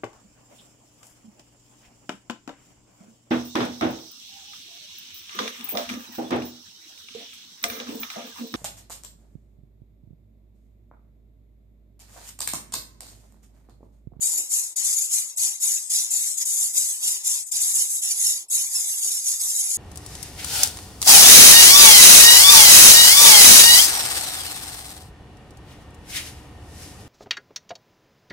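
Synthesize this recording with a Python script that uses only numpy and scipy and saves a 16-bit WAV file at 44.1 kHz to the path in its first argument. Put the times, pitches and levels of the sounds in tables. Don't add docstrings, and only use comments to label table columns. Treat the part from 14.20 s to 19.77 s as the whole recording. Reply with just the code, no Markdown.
import sys
import numpy as np
from scipy import signal
from scipy.fft import rfft, irfft, next_fast_len
from scipy.io import wavfile
from scipy.ndimage import map_coordinates

SR = 44100
rng = np.random.default_rng(int(sys.argv[2]) if len(sys.argv) > 2 else 0)


def to_wav(s):
    ch = np.atleast_2d(s).T
    pcm = np.round(np.clip(ch, -1, 1) * 32767)
    wavfile.write(sys.argv[1], SR, pcm.astype(np.int16))


N = 245637
FFT_SIZE = next_fast_len(N, real=True)

# [f/Hz, relative level/dB]
HISS_COLOUR = [(2000, -62), (4500, -28), (5800, -2), (6400, 10), (6900, 9.5), (7400, 11.5), (8200, 12),
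               (9400, 7), (10700, 4.5), (11250, 4.5), (12300, -2), (14000, -4.5), (16000, -78)]
RUSH_COLOUR = [(700, -54), (1500, -39), (2400, -12.5), (3400, -7), (3900, -5), (4250, -9), (4900, -2),
               (5600, -0.5), (6500, 4), (8000, -18.5)]
GAPE_COLOUR = [(150, -30), (220, -11.5), (350, -10), (500, -7), (1000, 2), (1250, -1.5), (1480, -7),
               (1900, 4.5), (2300, 1.5), (2900, -21.5)]
THROAT_HZ, THROAT_WIDTH_HZ = 6680, 490
BEAK_HZ, BEAK_WIDTH_HZ = 10190, 800
WANDER_HZ = 54.3
TREBLE_HZ = 8300


def hisses():
    (hiss_gain, throat_gain, beak_gain, rush_gain, treble_gain), throat_hz = begging()
    flutter = rasp(rate=30, depth_db=0.62)

    jet = from_db(5.0) * turbulence(colour(HISS_COLOUR))
    treble_spectrum = rfft(jet, FFT_SIZE) / (1 + (TREBLE_HZ / bin_hz()) ** 10)
    treble = irfft(treble_spectrum, FFT_SIZE)[:, :N]
    jet = hiss_gain * (jet - treble) + treble_gain * treble

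    throat = turbulence(resonance(THROAT_HZ, THROAT_WIDTH_HZ))
    throat = slide(throat, throat_hz - THROAT_HZ + WANDER_HZ * drift(12))
    throat = throat_gain * from_db(-1.9) * throat * rasp(rate=130, depth_db=1.6)

    beak = turbulence(resonance(BEAK_HZ, BEAK_WIDTH_HZ))
    beak = beak_gain * from_db(4.0) * beak * rasp(rate=24, depth_db=2.5)
    bright = reflections(jet + throat + beak, rate=7.8, echo_db=-2.5, nearest_s=.0005, farthest_s=.008)

    rush = from_db(-0.88) * turbulence(colour(RUSH_COLOUR)) * rasp(rate=120, depth_db=0.93)
    rush = rush + from_db(-5.0) * tonal_grains()
    rush = reflections(rush, rate=9.2, echo_db=9.0, nearest_s=.0004, farthest_s=.006)
    rush = rush_gain * sway(rush)

    gape = turbulence(colour(GAPE_COLOUR))
    gape = reflections(gape, rate=6.0, echo_db=5.5, nearest_s=0.000994, farthest_s=.008)
    gape = from_db(-33.0) * rush_gain ** 0.72 * gape * rasp(rate=64, depth_db=1.0)

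    unevenness = flutter * rasp(rate=240, depth_db=0.5) * airflow() * spits()
    return unevenness * (bright + rush) + gape


# [start t/s, attack/s, end of the push after the start/s, length/s, hiss level/dB,
# throat f/Hz, then levels relative to the hiss: throat/dB, beak/dB, low rush/dB, treble/dB,
# and pan: level/dB added on the left and taken off on the right]
BEGGING_CALLS = [(.004, 0.019, .18, 0.52, -30.5, 6980, 5.5, -12, -0.5, 4.5, -1),
                 (0.287, 0.044, 0.099, .28, -28.5, 7010, 1.5, -28, -1.5, 5, -0.5),
                 (0.558, 0.0045, 0.091, .26, -31.5, 6900, 4, -7, 1, 0.5, 1),
                 (0.634, .017, .11, 0.26, -28.5, 6660, 1, -8, -1, 2, -1),
                 (0.76, 0.021, 0.075, 0.37, -30.5, 6920, 5.5, -5, -2, 1.5, -1),
                 (0.893, 0.035, 0.098, .29, -28, 6780, -1.5, -9, -0.5, 3, -0.5),
                 (1.169, 0.0063, 0.09, .22, -31.5, 6680, 1, -4, 2, 5.5, 0.5),
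                 (1.198, 0.015, 0.057, 0.24, -29.5, 6800, 5.5, -11, .5, 2, -.5),
                 (1.394, 0.04, 0.15, .47, -28.5, 6820, 2.5, -12, -0.5, 4.5, -0.5),
                 (1.694, 0.0084, 0.12, 0.25, -30.5, 7020, 4.5, -3.5, 3.5, 4, -0.5),
                 (1.898, .012, 0.19, .36, -31, 7060, 2.5, -8, 0, 5, -.5),
                 (2.168, .008, 0.01, .07, -30, 7000, -4, -16, -1, -2, -1),
                 (2.198, .007, 0.019, 0.066, -30.5, 6910, 1, -12, 7, 2, -2.5),
                 (2.249, 0.0062, .14, 0.27, -30, 7130, 3, -12, -1.5, 4, -0.5),
                 (2.352, 0.072, 0.1, 0.285, -27.5, 7050, 4, -11, -3, 3.5, -1.5),
                 (2.523, 0.051, .088, 0.19, -27, 7150, 4, -19, 1, 4, -.5),
                 (2.637, .008, 0.094, 0.34, -33.5, 6870, -4.5, -7.5, 0.5, 5, -1),
                 (2.796, 0.045, 0.13, 0.36, -30.5, 7160, 2, -9, 3, 5, -1),
                 (3.03, 0.031, 0.12, 0.24, -29, 6990, 1, -8, 0.5, 3, -0.5),
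                 (3.256, 0.012, .02, .079, -41, 6980, 1, -15, -6.5, 2, -0.5),
                 (3.317, 0.0027, .11, .263, -32, 7050, 4.5, -6.5, 2.5, 1.5, -1.5),
                 (3.4, .01, 0.12, .2, -29.5, 7090, -3.5, -4.5, 0, 5.5, -0.5),
                 (3.533, 0.023, 0.085, .233, -26, 7330, -2.5, -4.5, -1.5, 1.5, -2),
                 (3.68, 0.0243, 0.078, 0.168, -30.5, 6615, -4, -12, -6, 4.5, -1),
                 (3.815, 0.0037, 0.1, .22, -31.5, 6980, 2, -2, 2.5, 2.5, -2),
                 (3.935, .11, 0.17, 0.33, -26.5, 6800, 3.5, -3, 1, 4, -1.5),
                 (4.297, 0.0062, .073, 0.08, -32.5, 6870, 0, -3, -1.5, 3.5, -1),
                 (4.312, .021, .13, .33, -31, 6864, 1, -8, 1, 5, -1.5),
                 (4.485, 0.075, 0.14, .281, -29, 6896, 0.5, -3, 0, 1.5, -1.5),
                 (4.655, .019, 0.14, 0.31, -33, 6730, -2, -8, 0, 5.5, -1.5),
                 (4.809, 0.025, 0.16, 0.33, -32.5, 6710, 5.5, -3.5, 2.5, 6, -1.5),
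                 (5.028, 0.04, 0.11, 0.19, -31, 6745, 5.5, -4.5, 1.5, 4, -2),
                 (5.177, 0.027, .29, 0.26, -33, 7080, 2, -5, 2.5, 7, -1.5),
                 (5.34, 0.024, .15, .258, -31.5, 6820, 1.5, -4.5, -0.5, 1, -1.5),
                 (5.48, .022, 0.089, .21, -31.5, 6890, -3.5, -7, -2, 4.5, -1.5)]
OPEN_S, SHUT_BEAK_DB, SHUT_RUSH_DB = 0.015, -10.5, -9
SAG_DB_PER_S, FADE_DB_PER_S, TAIL_DB, CLOSE_S = 10.5, 117, -37, 0.0491
TENSION_HZ = 60.2
DULLING = 0.27


def begging():
    power = np.full((5, 2, N), 1e-12)
    weight, pitch = np.full(N, 1e-18), np.zeros(N)
    tail = from_db(TAIL_DB)
    for (start, attack, push, length, db, throat_hz,
         throat_db, beak_db, rush_db, treble_db, pan_db) in BEGGING_CALLS:
        at = np.arange(max(int(start * SR), 0), min(int((start + length) * SR), N))
        t = at / SR - start
        fade = tail + (1 - tail) * from_db(-FADE_DB_PER_S * np.maximum(t - push, 0))
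        swell = np.clip(t / max(attack, 1 / SR), 0, 1)
        closing = np.clip((length - t) / CLOSE_S, 0, 1)
        effort = swell * closing * from_db(db - SAG_DB_PER_S * t) * fade
        shut = np.exp(-t / OPEN_S)
        dull = fade ** DULLING
        parts = effort * np.array([
            np.ones_like(t),
            np.full_like(t, from_db(throat_db)),
            from_db(beak_db + SHUT_BEAK_DB * shut) * dull,
            from_db(rush_db + SHUT_RUSH_DB * shut),
            from_db(treble_db) * dull])
        power[:, :, at] += (parts[:, None] * from_db([[pan_db], [-pan_db]])) ** 2
        weight[at] += parts[1] ** 2
        pitch[at] += parts[1] ** 2 * (throat_hz - TENSION_HZ * (1 - fade))
    return np.sqrt(power), pitch / weight


# [middle t/s, time from the middle to 1/e of the change/s, level/dB]
BRIEF_CHANGES = [(.154, 0.0045, -4), (0.168, 0.0036, -3), (0.551, 0.0038, -12), (1.92, .004, 2),
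                 (2.243, .005, -2), (3.248, 0.0058, -7), (3.313, 0.0033, 5), (4.314, .004, 4),
                 (4.841, .004, -3), (4.903, .006, -5.5)]
# [middle t/s, time from the middle to 1/e of the push/s, level/dB]
AIR_PUSHES = [(.94, 0.01, 3), (1.456, .008, 2.5), (1.755, .018, 3.5), (2.579, .008, 2.5),
              (2.881, 0.009, 4.5), (3.37, 0.0077, 4.5), (3.561, 0.0081, 2), (3.915, .012, 3.5),
              (4.354, 0.015, 3.5), (5.41, .01, 3.5)]


def airflow():
    t = np.arange(N) / SR
    changes = AIR_PUSHES + BRIEF_CHANGES
    return from_db(sum(db * np.exp(-((t - s) / half_length) ** 2) for s, half_length, db in changes))


REFERENCE_HZ = 2516
GRAINS_PER_S, GRAIN_S = 130, 0.029
GRAIN_RANGE_OCT, GRAIN_GLIDE = .9, 0.052


def tonal_grains():
    out = np.zeros(N + SR)
    for when, pitch, size, glide in rng.random((int(GRAINS_PER_S * N / SR), 4)):
        along = np.linspace(0, 1, int(GRAIN_S * SR) + 2)
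        start_hz = REFERENCE_HZ * 2 ** (GRAIN_RANGE_OCT * (pitch - .5))
        hz = start_hz * (1 + GRAIN_GLIDE * (glide - .5) * along)
        phase = 2 * np.pi * np.cumsum(hz) / SR
        first = int(when * N)
        tone = sum(np.sin(k * phase) for k in range(1, 5))
        out[first:first + len(along)] += size * np.sin(np.pi * along) * tone
    spectrum = rfft(out[:N], FFT_SIZE) * colour(RUSH_COLOUR) * ports(bin_hz())
    return rms_one(irfft(spectrum, FFT_SIZE)[:, :N])


SPITS_PER_S, SPIT_S, SPIT_DB = 53, 0.0068, -16


def spits():
    catches = (rng.random(N) < SPITS_PER_S / SR) * rng.uniform(0.25, 1, N)
    bursts = signal.fftconvolve(catches, np.hanning(int(SPIT_S * SR) + 3), "same")
    return rms_one(1 + from_db(SPIT_DB) * bursts)


def rasp(rate, depth_db):
    return rms_one(from_db(depth_db * np.clip(drift(rate), -2, 2)))


def slide(x, shift_hz):
    turning = np.exp(2j * np.pi * np.cumsum(shift_hz) / SR)
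    return np.real(signal.hilbert(x, FFT_SIZE)[:, :N] * turning)


def reflections(x, rate, echo_db, nearest_s, farthest_s, count=14):
    out, power = x.copy(), np.ones(N)
    for delay in np.geomspace(nearest_s, farthest_s, count) * rng.uniform(.9, 1.1, count):
        lag = int(delay * SR) + 1
        strength = from_db(echo_db) * drift(rate) / np.sqrt(count)
        out[:, lag:] += strength[lag:] * x[:, :-lag]
        power += strength ** 2
    return out / np.sqrt(power)


SWAY_S = .000008


def sway(x):
    moved = np.arange(N) + SWAY_S * SR * drift(12.0)
    return np.array([map_coordinates(x[0], [moved], order=3), x[1]])


# [middle t/s, length/s, strongest harmonic f/Hz, its rise over the squeak/Hz,
# level/dB before the common level, other harmonics' level/dB before their own table]
SQUEAK_CALLS = [(0.151, .012, 6780, 200, -22, -13), (0.182, .014, 7030, 404, -19.5, 1),
                (0.34, .014, 7100, 283, -16, -14), (0.568, .012, 7020, 200, -23.5, -1),
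                (0.586, .010, 6950, 250, -19, -15), (0.602, .022, 6920, -100, -19.5, -6),
                (0.618, .007, 7000, 100, -21, -10), (0.769, .017, 6870, 400, -18, -6),
                (0.79, .015, 6810, 400, -19, 0), (0.823, .012, 6800, 100, -18.5, -5),
                (0.944, .012, 7260, 398, -18, -17), (1.167, .016, 7800, 1100, -31, -3),
                (1.439, .025, 6800, 200, -17.5, -10), (1.94, .014, 7130, 200, -13.5, -15),
                (1.965, .024, 7060, -100, -19, -7), (2.184, .014, 7000, -200, -19.5, -6),
                (2.227, .012, 6940, 100, -20, -7), (2.254, .018, 7030, -150, -40, -12),
                (2.27, .014, 6980, -200, -29, 3), (2.58, .016, 7020, 197, -18.5, -3),
                (3.077, .018, 7340, -300, -15.5, -1.5), (3.322, .02, 7190, -150, -20.5, -3.5),
                (3.419, .017, 7130, -200, -20, -10), (3.571, .011, 7430, 200, -17, -5),
                (4.069, .022, 5447, 50, -17, 2), (4.291, .018, 8000, 1200, -36, -2),
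                (4.563, .035, 5440, 120, -20.5, 3.5), (5.086, .016, 8300, 100, -18, -2)]
# [f/Hz, level/dB]
OVERTONE_LEVELS = [(2400, -21.5), (4700, -14), (8200, -8), (9400, -4), (11000, -4), (13800, -11)]


def squeaks(jitter_hz, level_db):
    out, wobble = np.zeros((2, N)), jitter_hz * drift(280)
    for s, length, hz, rise_hz, db, others_db in SQUEAK_CALLS:
        at = np.arange(max(int((s - length / 2) * SR), 0), int((s + length / 2) * SR))
        along = np.linspace(0, 1, len(at))
        swell = np.sin(np.pi * along)
        strongest = round(hz / REFERENCE_HZ)
        gliding_hz = hz + rise_hz * (along - .5) + wobble[at]
        phase = 2 * np.pi * np.cumsum(gliding_hz) / SR / strongest
        for k in range(1, 7):
            partial_hz = k * hz / strongest
            share_db = 0 if k == strongest else others_db + at_hz(OVERTONE_LEVELS, partial_hz)
            tone = np.real(ports(partial_hz) * np.exp(1j * k * phase))
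            out[:, at] += from_db(db + level_db + share_db) * swell * tone
    return out


# [start t/s, length/s, level/dB]
WHEEZE_CALLS = [(0.005, .1, -24.5), (0.468, 0.077, -42), (1.58, 0.16, -35.5), (2.06, .13, -31.5),
                (2.725, 0.12, -36), (3.167, 0.12, -36)]


def wheezes(centre_hz, width_hz):
    t, effort = np.arange(N) / SR, np.zeros(N)
    for start, length, db in WHEEZE_CALLS:
        effort += from_db(db) * np.sin(np.pi * np.clip((t - start) / length, 0, 1))
    return effort * turbulence(resonance(centre_hz, width_hz))


# [peak t/s, peak level/dB before the common level, 60 dB decay/s]
NEST_BUMPS = [(0.06, -47, 0.5), (0.131, -49, 0.42), (0.2, -40.5, 0.2), (1.945, -50, 0.98),
              (2.619, -50.5, 0.88), (2.845, -48.5, 0.78), (4.86, -41.5, 0.18), (4.91, -50, 0.2)]
# [f/Hz, relative level/dB]
NEST_COLOUR = [(30, -8), (110, -1), (160, -6), (220, -1), (350, 9.5), (550, -0.5), (900, 3), (1500, -58),
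               (5000, -12)]


def nest_rustle(attack_s, level_db):
    t, push = np.arange(N) / SR, np.zeros(N)
    for s, db, t60 in NEST_BUMPS:
        rise = np.clip((t - s) / attack_s + 1, 0, 1)
        push += rise * from_db(db - 60 * np.maximum(t - s, 0) / t60)
    return from_db(level_db) * push * turbulence(colour(NEST_COLOUR)) * rasp(rate=65, depth_db=2.5)


def thicket(x, t60, level_db, dull_hz):
    t = np.arange(SR // 2) / SR
    echoes = rng.standard_normal((2, len(t))) * from_db(-60 * t / t60)
    echoes = echoes / np.sqrt(np.sum(echoes[0] ** 2))
    tail = rfft(echoes, FFT_SIZE) / (1 + (bin_hz() / dull_hz) ** 2)
    return x + from_db(level_db) * irfft(rfft(x, FFT_SIZE) * tail, FFT_SIZE)[:, :N]


# [f/Hz, relative level/dB]
AIR_COLOUR = [(25, -8), (110, 0), (160, -10), (370, 4.5), (500, -3), (1000, 1.5), (1500, -20), (4000, 1),
              (14000, -3.5)]


def thicket_air():
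    return from_db(-61) * turbulence(colour(AIR_COLOUR)) * rasp(rate=9.7, depth_db=3.5)


# [f/Hz, likeness]
PORT_LIKENESS = [(200, -0.03), (500, 1), (900, 0.8), (1500, 0.6), (2100, 0.34), (2600, 1.57), (3100, 4),
                 (3450, .55), (4000, 0.55), (5500, 0.06), (6600, 0.48), (8200, .5), (10000, 0.28),
                 (13000, 0)]


def turbulence(gain):
    alike = np.clip(at_hz(PORT_LIKENESS, bin_hz()), 0, 1)
    noise = np.sqrt(alike) * white(channels=1) + np.sqrt(1 - alike) * white(channels=2)
    return rms_one(irfft(gain * ports(bin_hz()) * noise, FFT_SIZE)[:, :N])


# [f/Hz, level/dB]
PORT_BALANCE = [(400, 1), (1000, 1), (2500, 3.5), (3100, 1), (3500, 5), (4200, 1.5), (5100, 3.5),
                (5700, -1), (6800, 11.5), (7600, 9.5), (8400, 6), (9400, -1.5), (10200, -8), (12300, -7),
                (14000, -5.5)]
# [f/Hz, phase/rad]
PORT_LAG = [(100, 0.12), (1000, 0.43), (1950, 0.72), (2350, 2.4), (3000, 3.04), (3500, 3.15), (4700, 4.48),
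            (5300, 5.45), (5900, 3.9), (6900, 6.7), (7500, 7.67), (8000, 7.7), (8600, 10.2), (10000, 12.2),
            (14000, 15.4)]


def ports(hz):
    sides = from_db(at_hz(PORT_BALANCE, hz) * np.array([[.5], [-.5]]))
    return sides * np.exp(-1j * at_hz(PORT_LAG, hz) * np.array([[1], [0]]))


def white(channels):
    return rng.standard_normal((channels, 2 * len(bin_hz()))).view(complex)


def drift(rate):
    spectrum = white(channels=1)[0] / (1 + (bin_hz() / rate) ** 4)
    return rms_one(irfft(spectrum, FFT_SIZE)[:N])


def resonance(centre_hz, width_hz):
    return 1 / (1 + (2 * (bin_hz() - centre_hz) / width_hz) ** 2)


def colour(points):
    return from_db(at_hz(points, bin_hz()))


def at_hz(points, hz):
    table = np.array(points)
    return np.interp(np.log(hz), np.log(table[:, 0]), table[:, 1])


def bin_hz():
    return np.maximum(np.arange(FFT_SIZE // 2 + 1) * SR / FFT_SIZE, 1)


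def rms_one(x):
    return x / np.sqrt(np.mean(x ** 2) + 1e-20)


def from_db(db):
    return 10 ** (np.asarray(db) / 20)


def scene():
    chicks = hisses() + squeaks(jitter_hz=50.0, level_db=-3.0) + wheezes(centre_hz=8200, width_hz=950)
    chicks = thicket(chicks, t60=0.28, level_db=-16.5, dull_hz=3420)
    return chicks + nest_rustle(attack_s=0.046, level_db=-10.5) + thicket_air()


CUTOFF_HZ = 14280


def record(dry):
    lowpass = signal.ellip(12, .1, 85, CUTOFF_HZ, fs=SR, output="sos")
    return signal.sosfilt(lowpass, dry)


dry = scene()
out = record(dry)
to_wav(out)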